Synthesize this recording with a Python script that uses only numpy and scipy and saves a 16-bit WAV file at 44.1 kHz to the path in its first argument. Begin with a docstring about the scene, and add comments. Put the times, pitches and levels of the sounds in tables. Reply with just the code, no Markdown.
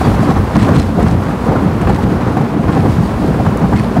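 """Stern deck in broken ice.

Engine and propeller shake the hull of a boat; the wake churns and fizzes, loose ice clunks in it.
Floes crunch against each other and thump along the plating.
The loudest thumps just overload the microphone."""
import sys
import numpy as np
from scipy.fft import rfft, irfft, next_fast_len
from scipy.io import wavfile
from scipy.ndimage import map_coordinates

SR = 44100
rng = np.random.default_rng(int(sys.argv[2]) if len(sys.argv) > 2 else 0)


def wav_record(signal):
    """Record a signal, one row per channel, as 16-bit PCM in the file named by sys.argv[1]."""
    frames = np.transpose(np.atleast_2d(signal))
    bounded = np.clip(frames, -1, 1)
    # unit amplitude maps onto the largest positive 16-bit level
    quanta = np.round(bounded * 32767).astype(np.int16)
    wavfile.write(sys.argv[1], SR, quanta)


N = 176400
LEAD_S = 0.06  # start of a burst to full strength


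def amp(db):
    """Decibels to gain."""
    return 10 ** (np.asarray(db) / 20)


def unit(x):
    """Scale to rms 1."""
    return x / np.sqrt(np.mean(x ** 2) + 1e-20)


def curve(rows):
    """One value per sample from rows of time_s, value."""
    return np.interp(np.arange(N) / SR, *np.transpose(rows))


def wobble(knots_per_s):
    """Smooth random curve, spread about 1."""
    position = np.arange(N) * knots_per_s / SR + 2
    return map_coordinates(rng.standard_normal(8000), [position], mode="mirror")


def filtered(x, response):
    """Filter x by response(hz)."""
    size = next_fast_len(len(x) + 8192)
    return irfft(rfft(x, size) * response(np.fft.rfftfreq(size, 1 / SR)), size)[:len(x)]


def coloured(x, colour):
    """Filter x by rows of freq_hz, gain_db; scale to rms 1."""
    freq_hz, gain_db = np.transpose(colour)
    return unit(filtered(x, lambda hz: amp(np.interp(np.log(hz + 1), np.log(freq_hz), gain_db))))


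def burst(colour, attack_s, hold_s, t60_s, grit_db):
    """Cluster of tiny fractures: grainy noise rises 60 dB in attack_s, holds, dies away."""
    t = np.arange(SR // 3) / SR - LEAD_S
    envelope = amp(-60 * (np.maximum(-t, 0) / attack_s + np.maximum(t - hold_s, 0) / t60_s))
    noise = rng.standard_normal(len(t))
    grain_db = grit_db * np.repeat(rng.standard_normal(len(t)), 20)[:len(t)]
    sound = coloured(noise * amp(grain_db), colour) * envelope
    return sound * np.linalg.norm(envelope) / np.linalg.norm(sound)


def mode(hz, attack_s, t60_s, wander_rad):
    """One ringing mode of a piece of ice, with wandering phase."""
    t = np.arange(SR // 6) / SR
    drift = wander_rad * np.cumsum(rng.standard_normal(len(t))) / np.sqrt(t60_s * SR)
    envelope = (1 - np.exp(-t / attack_s)) * amp(-60 * t / t60_s)
    return np.sin(2 * np.pi * hz * t + drift) * envelope


def add(track, start_s, sound):
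    """Mix a sound in at start_s, or at 0 if that is negative."""
    part = track[max(round(start_s * SR), 0):][:len(sound)]
    part += sound[:len(part)]


def engine(firing_hz=30.22, drift=0.006):
    """Slightly unsteady orders of the firing rate."""
    orders = [(2,-30),(3,-28.5),(4,-27),(7,-26),(10,-38)]  # harmonics: multiple, level_db
    phase = 2 * np.pi * np.cumsum(firing_hz * (1 + drift * wobble(5.02))) / SR
    out = np.zeros(N)
    for multiple, level_db in orders:
        tone = amp(3.8 * wobble(7)) * np.sin(multiple * phase + 2 * np.pi * rng.random())
        out += amp(level_db) * unit(tone)
    return out


def propeller(cutoff_hz=1300):
    """Turbulence under the stern rumbles and keeps the hull ringing."""
    rumble_levels = [(0,-15),(.12,-9.5),(.3,-30),(.39,-7),(.5,-19),(.6,-15.5),(.78,-11),(.96,-20.5),(1.03,-8.5),(1.24,-17),(1.35,-23.5),(1.82,-13),(2.08,-13.5),(2.55,-29),(2.65,-14),(2.77,-25),(2.86,-10.5),(3.05,-16.5),(3.35,-14),(4,-21)]  # envelope: time_s, level_db
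    rumble_colour = [(20,-36),(32,-12),(41,-22),(55,-1.5),(70,-6),(90,-0.5),(120,-6.5),(200,-31.5),(600,-62)]  # spectrum: freq_hz, gain_db
    resonances = [(133.6,17.7,-5),(168.7,30.6,1.5),(202.2,23.5,1.5),(241.2,27.8,-1),(304.7,27.6,-6),(352,21.5,-12.5),(409,13,-8.5),(481,40,-15.5),(694,80,-20.5),(811,32,-21.5)]  # hull modes: centre_hz, width_hz, gain_db

    def hull(hz):
        response = 0
        for k, (centre_hz, width_hz, gain_db) in enumerate(resonances):
            damping = 1j * hz * width_hz
            response += (-1) ** k * amp(gain_db) * damping / (centre_hz ** 2 - hz ** 2 + damping)
        return response / (1 + (hz / cutoff_hz) ** 4)

    rumble = amp(curve(rumble_levels) - 3.5) * coloured(rng.standard_normal(N), rumble_colour)
    turbulence = rng.standard_normal(N) * amp(1.1 * wobble(14))
    return rumble + amp(-17.5) * unit(filtered(turbulence, hull))


def wake():
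    """Lumpy churning water under a smoother fizz of slush."""
    # envelopes: time_s, level_db
    churn_levels = [(0.0, -16.5), (0.18, -18), (0.37, -20.5), (0.61, -20), (0.97, -23), (1.44, -20),
                    (1.88, -20.5), (1.98, -21), (3.38, -20.5), (4.0, -22)]
    fizz_levels = [(0.0, -36), (0.26, -40), (0.39, -41), (0.66, -39.5), (0.83, -42.5), (1.39, -42),
                   (2.62, -44.5), (2.9, -40), (3.55, -43), (4.0, -42.5)]
    # spectra: freq_hz, gain_db
    churn_colour = [(100,-11.5),(300,3),(600,-3),(1050,-4.5),(1600,-12.5),(2500,-20.5),(4000,-31.5),(9000,-48)]
    fizz_colour = [(800,-20.5),(2500,-2),(4400,0),(6000,-5.5),(8500,-7.5),(12000,-11),(15500,-23)]
    churn = coloured(rng.standard_normal(N), churn_colour) * amp(0.57 * wobble(21.99) + 1.3 * wobble(120))
    fizz = coloured(rng.standard_normal(N), fizz_colour) * amp(1.1 * wobble(25.3) + 1.1 * wobble(900))
    return amp(curve(churn_levels) - 0.5) * unit(churn) + amp(curve(fizz_levels)) * unit(fizz)


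def jostle(rate_per_s=110, centre_hz=805, spread_octaves=0.597, t60_cycles=22.5, count=1500):
    """Small lumps of ice collide at random in the wake; low notes ring louder and longer."""
    out, t = np.zeros(N), np.arange(SR // 20) / SR
    starts_s = np.cumsum(rng.exponential(size=count)) / rate_per_s
    ratios = 2 ** (spread_octaves * np.clip(rng.standard_normal(count), -2, 2))
    strengths_db = 4.5 * np.minimum(rng.exponential(size=count), 3)
    for start_s, ratio, strength_db in zip(starts_s, ratios, strengths_db):
        cycles = centre_hz * ratio * t
        ring = np.sin(2 * np.pi * cycles) * amp(-60 * cycles / t60_cycles)
        add(out, start_s, amp(strength_db) / ratio * ring)
    return amp(-28.5) * unit(out)


def breaking_ice():
    """Brittle ice crushes in gritty bursts, slabs crack, splinters snap close by."""
    crunches = [(0.042,-36,0.0059),(0.231,-39,.02),(0.305,-37,0.019),(0.555,-31.5,0.01),(.585,-36,0.098),(0.623,-29,0.0097),(0.746,-32.5,0.022),(0.751,-39,.008),(0.782,-32,0.02),(0.819,-35.5,0.014),(1.022,-37,0.0072),(1.071,-34.5,0.014),(1.116,-38,0.0073),(1.816,-37.5,.01),(1.89,-38,0.021),(1.926,-38,0.04),(2.027,-37,0.011),(2.713,-40.5,0.096),(3.758,-35,0.02),(3.785,-35.5,0.017),(3.829,-40,0.017)]  # crushing: start_s, level_db, hold_s
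    # single fractures: start_s, level_db
    cracks = [(.558,-11.5),(.996,-18),(1.871,-14),(2.369,-19.5),(3.464,-13.5),(3.966,-20)]
    snaps = [(.629,-29),(1.03,-29),(1.818,-34),(3.5732,-26)]
    # spectra: freq_hz, gain_db
    crunch_colour = [(600,-25),(1800,10.5),(4200,3.5),(6000,-4),(8500,-4),(12000,-17),(15500,-26)]
    crack_colour = [(200,-14),(600,4.5),(1050,2),(1600,-7),(2400,-14),(3500,-27.5),(9000,-43),(15000,-52)]
    snap_colour = [(2000,-30),(5000,-12),(6500,3),(11000,-3),(15000,-12)]
    out = np.zeros(N)
    for start_s, level_db, hold_s in crunches:
        crunch = burst(crunch_colour, attack_s=0.026, hold_s=hold_s, t60_s=0.034, grit_db=-8)
        add(out, start_s - LEAD_S, amp(level_db + 2.5) * crunch)
    for start_s, level_db in cracks:
        crack = burst(crack_colour, attack_s=0.0028, hold_s=0.0031, t60_s=0.049, grit_db=1)
        add(out, start_s - LEAD_S, amp(level_db) * crack)
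    for start_s, level_db in snaps:
        snap = burst(snap_colour, attack_s=0.0006, hold_s=0.0004, t60_s=0.0025, grit_db=-2)
        add(out, start_s - LEAD_S, amp(level_db) * snap)
    return out


def loose_ice():
    """Hollow-sounding blocks clunk and thin shards clink as they tumble in the wake."""
    # collisions: start_s, pitch_hz, level_db
    clunks = [(.013,750,-5),(.141,800,-9),(.229,624,-7),(.3,1130,-14),(.311,770,-9),(.365,800,-10),(.555,750,-15),(.556,1690,-19),(.688,590,-6),(.689,1130,-16),(.993,725,-9),(.995,490,-13),(1.293,1210,-17),(1.518,880,-10),(1.53,500,-10),(1.559,1378,-15),(1.871,550,-11),(1.895,836,-7),(1.987,818,-11),(2.215,1010,-14),(2.275,1097,-16),(2.368,735,-6),(2.41,790,-10),(2.68,1040,-13),(2.771,398,-15),(2.856,820,-16),(3.398,715,-7.5),(3.409,667,-12),(3.461,1018,-13.5),(3.724,980,-14),(3.733,796,-8),(3.966,724,-7.5)]
    clinks = [(.043,3370,-31),(.043,4657,-31.5),(.788,4100,-27),(.8,5220,-32),(.815,4075,-34),(3.765,2130,-24),(3.785,2500,-29),(3.788,4404,-32)]
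    block_modes = [(1,6.5),(1.45,-9),(2.1,-22)]  # partials: freq_ratio, gain_db
    out = np.zeros(N)
    for start_s, pitch_hz, level_db in clunks:
        for ratio, gain_db in block_modes:
            partial = mode(pitch_hz * ratio, attack_s=0.0015, t60_s=0.045, wander_rad=2.3)
            add(out, start_s, amp(level_db + gain_db - 4) * partial)
    for start_s, pitch_hz, level_db in clinks:
        add(out, start_s, amp(level_db) * mode(pitch_hz, attack_s=0.00076, t60_s=0.099, wander_rad=3.3))
    return out


def floe_blows():
    """Each floe clacks at its edge, knocks, and makes the hull boom."""
    blows = [(.012,-7.5,-13.5,-33),(.144,-16,-18,-26),(0.197,-6,-19,-17.5),(.29,-9.5,-10.5,-15.5),(.366,-11.5,-17.5,-16.5),(.558,-6,-18,-20),(.622,-7,-36,-19),(.686,-10.5,-10,-15),(.72,-9.5,-12.5,-18.5),(.757,-6.5,-15.5,-16),(.993,-14.5,-6.5,-22.5),(1.022,-4.5,-22,-20.5),(1.068,-20,-19,-19.5),(1.127,-9.5,-15,-30),(1.235,-17,-16.5,-21),(1.292,-19,-17.5,-30),(1.49,-9,-16,-21),(1.518,-18,-9.5,-29),(1.556,-16,-10,-20),(1.625,-9.5,-19,-23.5),(1.81,-17,-19,-21),(1.895,-7,-10.5,-19),(2.039,-11.5,-25,-38),(2.115,-14,-16,-32),(2.212,-20,-27,-21),(2.271,-19,-15.5,-17.5),(2.366,-21,-16.5,-21),(2.407,-8,-18,-26),(2.552,-8.5,-23,-40),(2.682,-9.5,-15,-16.5),(2.732,-12,-15,-22.5),(2.768,-8,-8,-20),(2.85,-6,-9.5,-24),(2.985,-6,-34,-25),(3.285,-9.5,-12,-35),(3.398,-12.5,-19,-29),(3.463,-8,-21,-27),(3.622,-6.5,-12.5,-20.5),(3.728,-7.5,-12,-20),(3.794,-12,-22,-21.5),(3.968,-5,-19,-20)]  # hull strikes: start_s, boom_db, knock_db, clack_db
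    # spectra: freq_hz, gain_db
    boom_colour = [(40,-57),(85,-11.5),(125,-1.5),(170,-2),(215,-4.5),(300,-10),(450,-34),(1200,-97)]
    knock_colour = [(120,-43),(300,8),(450,5.5),(600,-1.5),(790,2),(1000,-32),(1800,-19),(5000,-70)]
    clack_colour = [(300,-5),(750,-10),(1020,6),(1350,-0.5),(1800,-6),(2800,-20.5),(6000,-28),(15000,-54)]
    floe_envelope = dict(attack_s=0.11, hold_s=0.0082, t60_s=0.17)
    out = np.zeros(N)
    for start_s, boom_db, knock_db, clack_db in blows:
        boom = amp(boom_db - 2.5) * burst(boom_colour, attack_s=0.041, hold_s=0.027, t60_s=0.18, grit_db=3)
        knock = amp(knock_db - 5) * burst(knock_colour, **floe_envelope, grit_db=3)
        clack = amp(clack_db - 4.5) * burst(clack_colour, **floe_envelope, grit_db=3.5)
        add(out, start_s - LEAD_S, boom + knock + clack)
    return out


def scene():
    """Mono mix at the stern rail, in open air."""
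    return (engine() + propeller() + wake() + jostle() + floe_blows() + loose_ice() + breaking_ice())[None]


def record(dry):
    """The microphone rounds off the highest peaks and limits the band."""
    ceiling, low_cut_hz, top_hz = 0.98, 27, 15730
    rounded = dry / (1 + np.abs(dry / ceiling) ** 10) ** (1 / 10)

    def band(hz):
        return (hz < top_hz) * (1 - np.exp(-(hz / low_cut_hz) ** 2))

    return np.array([filtered(channel, band) for channel in rounded])


dry = scene()
out = record(dry)
wav_record(out)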